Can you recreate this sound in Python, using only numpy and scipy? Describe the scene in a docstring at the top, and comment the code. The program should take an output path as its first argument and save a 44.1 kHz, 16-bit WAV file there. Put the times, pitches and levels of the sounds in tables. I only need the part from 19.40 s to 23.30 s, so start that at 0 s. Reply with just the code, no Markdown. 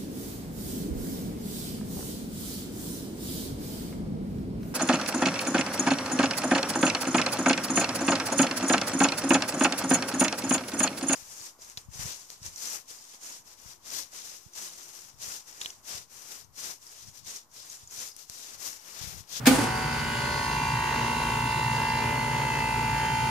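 """A compressor hums and rumbles in a hard-walled workshop; then a soft-serve machine starts over it.
The draw lever clacks (bursts of noise), the steel cabinet booms (decaying modes) and the drive scuffs.
The motor buzzes in harmonics of its shaft rate; one panel resonance shifts as the load settles.
Bright rasp, sizzle and a few thin whistles come and go; the fan rushes and a fine hiss runs on."""
import sys
import numpy as np
from scipy import signal
from scipy.fft import rfft, irfft, next_fast_len
from scipy.io import wavfile
from scipy.ndimage import map_coordinates

SR = 44100
rng = np.random.default_rng(int(sys.argv[2]) if len(sys.argv) > 2 else 0)


def unload_wav(signal):
    """Save mono or channel-first audio to the path in sys.argv[1] as 16-bit WAV at rate SR, clipped to [-1, 1]."""
    wavfile.write(
        sys.argv[1],
        SR,
        np.round(np.clip(np.atleast_2d(signal).T, -1, 1) * 32767).astype(np.int16),
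    )


N = 171990

# In every spectrum below the level is a relative density per hertz.
# Stereo width of noise and partials: f/Hz, side minus mid level/dB
SIDE_WIDTH = [(130, -19), (290, -12), (700, -2), (2000, -5), (7000, -1.5)]

# Compressor tones: f/Hz, rms level/dB
COMPRESSOR_TONES = [(76.7, -49), (119.8, -51)]
# Compressor rumble spectrum: f/Hz, level/dB
RUMBLE_SPECTRUM = [(25, -35), (45, -14), (100, -6.5), (128, 5.5), (150, 4.5), (175, -19.5), (210, -4),
                   (265, -7.5), (400, -39.5)]
RUMBLE_DB, CHURN_DEPTH_DB, CHURN_HZ = -36.5, -0.5, 2.484
# Background spectrum of the workshop: f/Hz, level/dB
ROOM_SPECTRUM = [(25, -23), (60, -1), (400, -10), (1500, -11), (15000, -52)]
ROOM_TONE_DB = -41.5

# Onset of the motor's sounds: start and time constant
START_S, RUN_UP_S = 0.033, 0.064
# Shaft speed: t/s, f/Hz (turns per second)
SHAFT_SPEED = [(0.3, 58.14), (0.6, 58.17), (1, 58.24), (1.4, 58.29), (1.9, 58.33), (2.5, 58.36),
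               (3.1, 58.39), (3.7, 58.39)]
SHAFT_JITTER_RAD = 0.00086

# Fan noise spectrum: f/Hz, level/dB
FAN_SPECTRUM = [(100, -21), (300, 0), (420, 5), (620, -4.5), (900, 2), (1250, -3), (1600, -5), (2300, -3.5),
                (3500, -12.5), (6500, -16.5), (11000, -51)]
FAN_DB, FAN_PULSE, FAN_FLUTTER_DB = -38, 0.1, 2
# Hiss spectrum, cut off below its first row: f/Hz, level/dB
HISS_SPECTRUM = [(5000, -10), (7000, 0), (9700, -1.5), (11500, -4), (13000, -8), (15200, -2.5)]
HISS_DB, HISS_LEAD_S = -45.5, 0.000294  # level; time by which the left channel leads

# Shaft harmonics: order, relative level/dB
HARMONICS = [(1, -45.5), (2, -42), (3, -52), (4, -43.5), (6, -54.5), (10, -52), (13, -47), (15, -32.5),
             (16, -34), (17, -37.5), (18, -51.5), (19, -44), (20, -53), (23, -53), (25, -44.5), (26, -44),
             (28, -48.5), (31, -49), (32, -51), (34, -49.5), (35, -40), (36, -50.5), (39, -53), (41, -49),
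             (45, -49), (46, -51), (47, -42.5), (48, -56.5), (49, -55), (50, -53), (53, -52)]
# Phase wander of a partial, and the frequency scale of its growing blur
WANDER_RAD, BLUR_HZ = 0.16, 15000
BUZZ_AHEAD_TURNS, BUZZ_SPREAD_RAD = 0.2, 0.75  # lead over the panel's ring; random phase spread

# The loudest panel: t/s, level/dB before PANEL_TRIM_DB, resonance f/Hz
PANEL_RESONANCE = [(0.3, -34.5, 968), (0.65, -38, 962), (0.9, -34, 974), (1.25, -30, 952), (1.8, -31, 954),
                   (2.5, -29.5, 907), (2.8, -31.5, 918), (3.3, -30.5, 868), (3.8, -29, 810)]
# Band whose harmonics sound through that panel: lowest f/Hz, highest f/Hz
PANEL_LIMITS = (840, 1140)
PANEL_TRIM_DB, PANEL_WIDTH_HZ = -0.5, 97
PANEL_SIDE_DB, PANEL_SIDE_RAD = -7, 1.71  # side signal relative to mid
SETTLE_S, UNSETTLED_RAD = 0.95, 0.9  # partials out of step until SETTLE_S, then locked

BUZZ_DB, LEVEL_WAVER_DB = -33.5, 3  # level of the strongest order; waver before each use scales it
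# Four further ring bands, in the order of the curves below: lowest f/Hz, highest f/Hz
RING_LIMITS = [(742, 772), (1430, 1540), (2015, 2070), (2650, 2890)]
# Lowest ring, strong just after the start: t/s, relative level/dB
BODY_SWELL = [(0.14, -52), (0.24, -44), (0.45, -47.5), (0.66, -58)]
# Second ring: t/s, relative level/dB
LOW_SWELL = [(0.3, -37), (0.9, -34.5), (1.15, -39.5), (2.1, -40.5), (3, -45.5), (3.8, -40)]
# Third ring: t/s, relative level/dB
MID_SWELL = [(0.3, -47.5), (1, -43), (1.8, -46), (2.2, -42), (2.8, -38.5), (3.3, -41), (3.8, -42.5)]
# Highest ring: t/s, relative level/dB
HIGH_SWELL = [(0.3, -50), (0.98, -50.5), (1.13, -40), (2.5, -38.5), (2.78, -45), (3.2, -45), (3.65, -42.5)]

# Mean level of each line of the sizzle: f/Hz, level/dB
SIZZLE_LINES = [(3400, -66), (4100, -64.5), (4750, -62.5), (5400, -69.5), (6500, -68), (8400, -79),
                (9600, -67.5), (11000, -76)]
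# Swell of sizzle and chatter: t/s, relative level/dB
SIZZLE_SWELL = [(0.3, -43.5), (0.95, -41), (2.58, -42.5), (2.8, -45), (3.6, -42.5)]
SIZZLE_SCATTER_DB, SIZZLE_WAVER_DB = 3.5, 4.5
# Sheet-metal chatter spectrum: f/Hz, level/dB
CHATTER_SPECTRUM = [(1200, -38), (2000, 2), (2800, 2), (3500, -2), (5500, -12), (8000, -67)]
CHATTER_DB, CHATTER_PULSE = -47, 0.38
# Rasp: t/s, level/dB
RASP_CURVE = [(0.3, -46), (1.06, -44.5), (1.85, -53), (2.58, -45.5), (2.8, -55), (3.6, -51)]
# Rasp spectrum: f/Hz, level/dB
RASP_SPECTRUM = [(3000, -35), (3950, -9), (4750, 2.5), (5300, -5.5), (6500, -16), (8500, -46)]
RASP_PULSE, RASP_ROUGH_DB = 0.16, 3

# Scuff of the drive, before its rattle: t/s, level/dB
SCUFF_CURVE = [(.05, -67), (.075, -28), (.12, -28.5), (.165, -24), (.28, -38.5), (.42, -48), (.6, -76)]
# Scuff spectrum: f/Hz, level/dB
SCUFF_SPECTRUM = [(150, 0), (300, 10.5), (800, 3.5), (3000, -6.5), (10500, -7), (15000, -31)]
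SCUFF_RATTLE_DB = 3.2

# Metal contacts of lever and switch, before their rise: t/s, level/dB, t60/s
CONTACTS = [(0.0555, -22.5, 0.092), (0.065, -15.5, 0.07), (0.0686, -15.5, 0.073), (0.079, -33, 0.051),
            (.124, -31, .04), (.155, -25, 0.055), (.186, -30, .045), (.212, -29, 0.047)]
# Contact spectrum: f/Hz, level/dB
CONTACT_SPECTRUM = [(150, -27), (400, -3), (800, 0), (1100, -11), (1500, 1.5), (4000, -5), (15000, -12.5)]
CONTACT_RISE_S = 0.0013

# Jolts of the cabinet as the motor takes up: t/s, level/dB, frequency ratio
CABINET_JOLTS = [(0.0704, -9, .98), (0.108, -16.5, 1.0), (0.1238, -23.5, .99), (.183, -20, 1.08),
                 (.224, -26, .89)]
# Cabinet modes: f/Hz at ratio 1, level/dB relative to the jolt, t60/s
CABINET_MODES = [(265.4, 6, 0.125), (250.7, -7.5, 0.156), (525.2, -7, .14), (736, -3, 0.044),
                 (813, -8.5, 0.13), (1230, -15, 0.17), (1486, -1.5, 0.039)]
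JOLT_RISE_S, JOLT_SIDE_DB = 0.0052, -30

# Reverberation of the workshop: f/Hz, t60/s
REVERB_TIME = [(200, 0.31), (2000, 0.38), (12000, 0.28)]
CLACK_ECHO_DB, BOOM_ECHO_DB = -3.5, -11

# Whistles: order of the shaft rate, from t/s, to t/s, level/dB before the waver
WHISTLE_LINES = [(80, .3, 1.4, -55), (69, 1.05, 2.65, -56.5), (64, 1.5, 2.5, -56), (74, 2.7, 4, -55),
                 (115, 2.8, 4, -59)]

CEILING, TOP_HZ = 0.93, 15600  # limit of the rounded peaks; upper band limit


def amp(db):
    """Level in decibels as an amplitude ratio."""
    return 10 ** (np.asarray(db) / 20)


def unit(x):
    """Normalisation to rms 1."""
    return x / np.sqrt(np.mean(x ** 2) + 1e-20)


def along(points, hz):
    """Interpolation of a table on a logarithmic frequency axis."""
    f, v = np.transpose(points)
    return np.interp(np.log(hz + 1), np.log(f + 1), v)


def clock():
    """Time of each sample in seconds."""
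    return np.arange(N) / SR


def curves(rows):
    """Linear interpolation in time of each column after the first."""
    s, *cols = np.transpose(rows)
    return [np.interp(clock(), s, c) for c in cols]


def swell(rows):
    """Amplitude envelope of rms 1 from a level curve."""
    return unit(amp(curves(rows)[0]))


def wobble(rate):
    """Smooth random modulation: a spline through normal deviates, `rate` of them a second."""
    coarse = np.linspace(0, N / SR, 600)
    knots = rng.standard_normal(600)
    return np.interp(clock(), coarse, map_coordinates(knots, [coarse * rate], mode="wrap"))


def filtered(x, response):
    """Linear filtering as multiplication by a frequency response."""
    m = next_fast_len(N + SR // 2)
    return irfft(rfft(x, m) * response(np.fft.rfftfreq(m, 1 / SR)), m)[..., :N]


def stereo(mid, side):
    """Left and right as the sum and difference of mid and side."""
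    return np.array([mid + side, mid - side])


def rush(spectrum):
    """Filtered noise of rms 1, its channels nearly alike in the bass and less so in the treble."""
    noise = rng.standard_normal((2, N))
    mid, side = filtered(noise, lambda hz: amp(along(spectrum, hz)))
    return unit(stereo(mid, filtered(side, lambda hz: amp(along(SIDE_WIDTH, hz)))))


def compressor():
    """Additive synthesis of low tones with wandering phase, over amplitude-modulated rumble."""
    t = clock()
    hum = np.zeros(N)
    for hz, db in COMPRESSOR_TONES:
        phase = 2 * np.pi * (hz * t + rng.random()) + 0.6 * wobble(2.6)
        hum += amp(db) * np.sqrt(2) * np.sin(phase)
    churn_db = CHURN_DEPTH_DB * np.sin(2 * np.pi * CHURN_HZ * t)
    return hum + amp(RUMBLE_DB + churn_db) * rush(RUMBLE_SPECTRUM)


def room_tone():
    """Stationary background noise of the workshop."""
    return amp(ROOM_TONE_DB) * rush(ROOM_SPECTRUM)


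def running():
    """Exponential approach of the motor's amplitude to 1 from the start."""
    return 1 - np.exp(-np.maximum(clock() - START_S, 0) / RUN_UP_S)


def turn_pulse(angle, depth):
    """Amplitude modulation once a turn, ahead of the panel's ring."""
    return 1 + depth * np.cos(angle + 2 * np.pi * BUZZ_AHEAD_TURNS)


def fan(angle):
    """Broadband air noise, fluttering and weakly amplitude-modulated at the shaft rate."""
    flutter = amp(FAN_DB + FAN_FLUTTER_DB * wobble(12))
    return flutter * (1 + FAN_PULSE * np.cos(angle)) * rush(FAN_SPECTRUM)


def hiss():
    """Interaural time difference: one noise source, the left channel leading."""
    lead = np.array([[1], [-1]]) * HISS_LEAD_S / 2

    def response(hz):
        passband = hz > HISS_SPECTRUM[0][0]
        return amp(along(HISS_SPECTRUM, hz)) * passband * np.exp(2j * np.pi * hz * lead)

    return amp(HISS_DB) * unit(filtered(rng.standard_normal(N), response))


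def partial(angle, order, hz):
    """Phase-modulated shaft harmonic, less steady the higher it is; side in quadrature with mid."""
    drift = WANDER_RAD * wobble(2.91) + (hz / BLUR_HZ) ** 2 * wobble(16)
    offset = BUZZ_SPREAD_RAD * rng.standard_normal()
    phase = order * (angle + 2 * np.pi * BUZZ_AHEAD_TURNS) + offset + drift
    phase = (phase % (2 * np.pi)).astype(np.float32)
    apart = float(rng.choice([-1, 1]) * np.pi / 2)
    side = float(amp(along(SIDE_WIDTH, hz))) * np.cos(phase + apart)
    return np.sqrt(2) * stereo(np.cos(phase), side)


def panel(angle, speed):
    """Forced resonance: a mostly sinking Gaussian peak weights the shaft harmonics in its band."""
    level_db, centre = curves(PANEL_RESONANCE)
    low, high = PANEL_LIMITS
    lines = [(k, db) for k, db in HARMONICS if low < k * speed < high]
    mean = centre.mean()
    shift = (centre - mean) / PANEL_WIDTH_HZ ** 2
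    gains = np.array([amp(db) * np.exp((k * speed - mean) * shift) for k, db in lines])
    # A phase quadratic in order spreads each turn's pulse until it settles.
    smear = UNSETTLED_RAD * np.clip(1 - (clock() / SETTLE_S) ** 2, 0, 1)
    ring = np.zeros(N, complex)
    for gain, (k, db) in zip(gains, lines):
        ring += gain * np.exp(1j * (k * angle + smear * (k - mean / speed) ** 2))
    ring /= np.linalg.norm(gains, axis=0)
    side = amp(PANEL_SIDE_DB) * ring * np.exp(1j * PANEL_SIDE_RAD)
    return np.sqrt(2) * amp(level_db + PANEL_TRIM_DB) * stereo(ring.real, side.real)


def buzz(angle, speed):
    """Harmonic series of the shaft outside the panel band: four rings swell and fade, the rest waver."""
    out = np.zeros((2, N))
    swells = map(swell, (BODY_SWELL, LOW_SWELL, MID_SWELL, HIGH_SWELL))
    rings = list(zip(RING_LIMITS, swells))
    loudest_db = max(db for k, db in HARMONICS)
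    for k, db in HARMONICS:
        hz = k * speed
        if PANEL_LIMITS[0] < hz < PANEL_LIMITS[1]:
            continue
        waver = unit(amp(LEVEL_WAVER_DB * (1.5 - 1 / k) * wobble(4.125)))
        gain = next((g for (low, high), g in rings if low < hz < high), waver)
        out += amp(BUZZ_DB + db - loudest_db) * gain * partial(angle, k, hz)
    return out


def sizzle(angle, speed, count=190):
    """High harmonics of chattering sheet metal, each of random phase and wavering amplitude."""
    out = np.zeros((2, N))
    for k in range(int(HARMONICS[-1][0]) + 1, count):
        hz = k * speed
        level_db = along(SIZZLE_LINES, hz) + SIZZLE_SCATTER_DB * rng.standard_normal()
        waver = unit(amp(SIZZLE_WAVER_DB * wobble(3.87)))
        turned = angle + rng.uniform(0, 2 * np.pi)
        out += amp(level_db) * waver * partial(turned, k, hz)
    return out * swell(SIZZLE_SWELL)


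def chatter(angle):
    """Noise part of the sizzle, amplitude-modulated into a puff each turn."""
    puffs = turn_pulse(angle, CHATTER_PULSE)
    return amp(CHATTER_DB) * swell(SIZZLE_SWELL) * puffs * rush(CHATTER_SPECTRUM)


def rasp(angle):
    """Resonant noise of the loaded drive, modulated once a turn and roughened at random."""
    puffs = turn_pulse(angle, RASP_PULSE) * amp(RASP_ROUGH_DB * wobble(60))
    return amp(curves(RASP_CURVE)[0]) * unit(puffs * rush(RASP_SPECTRUM))


def scuff():
    """Friction noise of the drive as it runs up, with rapid random level modulation."""
    level_db = curves(SCUFF_CURVE)[0] + SCUFF_RATTLE_DB * wobble(123.0)
    return amp(level_db) * rush(SCUFF_SPECTRUM)


def lever():
    """Impact noise: each metal contact excites a burst that decays exponentially."""
    level = np.zeros(N)
    for s, db, t60 in CONTACTS:
        t = np.maximum(clock() - s, 0)
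        level += amp(db - 60 * t / t60) * (1 - np.exp(-t / CONTACT_RISE_S))
    return level * rush(CONTACT_SPECTRUM)


def cabinet():
    """Modal synthesis: each jolt excites damped modes, retuned as the frame flexes."""
    out = np.zeros((2, N))
    for s, db, ratio in CABINET_JOLTS:
        t = np.maximum(clock() - s, 0)
        rise = 1 - np.exp(-t / JOLT_RISE_S)
        for hz, mode_db, t60 in CABINET_MODES:
            fade = amp(db + mode_db - 60 * t / t60) * rise
            phase = 2 * np.pi * hz * ratio * t
            out += fade * stereo(np.sin(phase), amp(JOLT_SIDE_DB) * np.cos(phase))
    return out


def workshop(x):
    """Reverberation of the block walls: convolution with noise decaying by frequency-dependent t60."""
    noise = rng.standard_normal((2, SR // 2))
    hz, t, bins = signal.stft(noise, SR, nperseg=256)
    decay = amp(-60 * t / along(REVERB_TIME, hz)[:, None])
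    tail = signal.istft(bins * decay, SR, nperseg=256)[1]
    return signal.fftconvolve(x, tail / np.linalg.norm(tail[0]), axes=1)[:, :N]


def whistles(angle, speed):
    """Isolated high harmonics, each gated to its own interval and wavering in level."""
    out = np.zeros((2, N))
    for k, start, end, db in WHISTLE_LINES:
        gate = np.clip(np.minimum(clock() - start, end - clock()) / RUN_UP_S, 0, 1)
        out += amp(db + LEVEL_WAVER_DB * wobble(10)) * gate * partial(angle, k, k * speed)
    return out


def scene():
    """Superposition of compressor, background, motor, starting transients and their reverberation."""
    speed, = curves(SHAFT_SPEED)
    angle = 2 * np.pi * np.cumsum(speed) / SR + SHAFT_JITTER_RAD * wobble(25.4)
    turns = speed.mean()
    motor = fan(angle) + hiss() + panel(angle, turns) + buzz(angle, turns)
    motor += sizzle(angle, turns) + chatter(angle) + rasp(angle) + whistles(angle, turns)
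    clack, boom = lever(), cabinet()
    echo = workshop(amp(CLACK_ECHO_DB) * clack + amp(BOOM_ECHO_DB) * boom)
    return compressor() + room_tone() + running() * motor + scuff() + clack + boom + echo


def record(dry):
    """Soft saturation of the loudest peaks, then an ideal low-pass filter."""
    rounded = dry / (1 + (dry / CEILING) ** 6) ** (1 / 6)
    return filtered(rounded, lambda hz: hz < TOP_HZ)


dry = scene()
out = record(dry)
unload_wav(out)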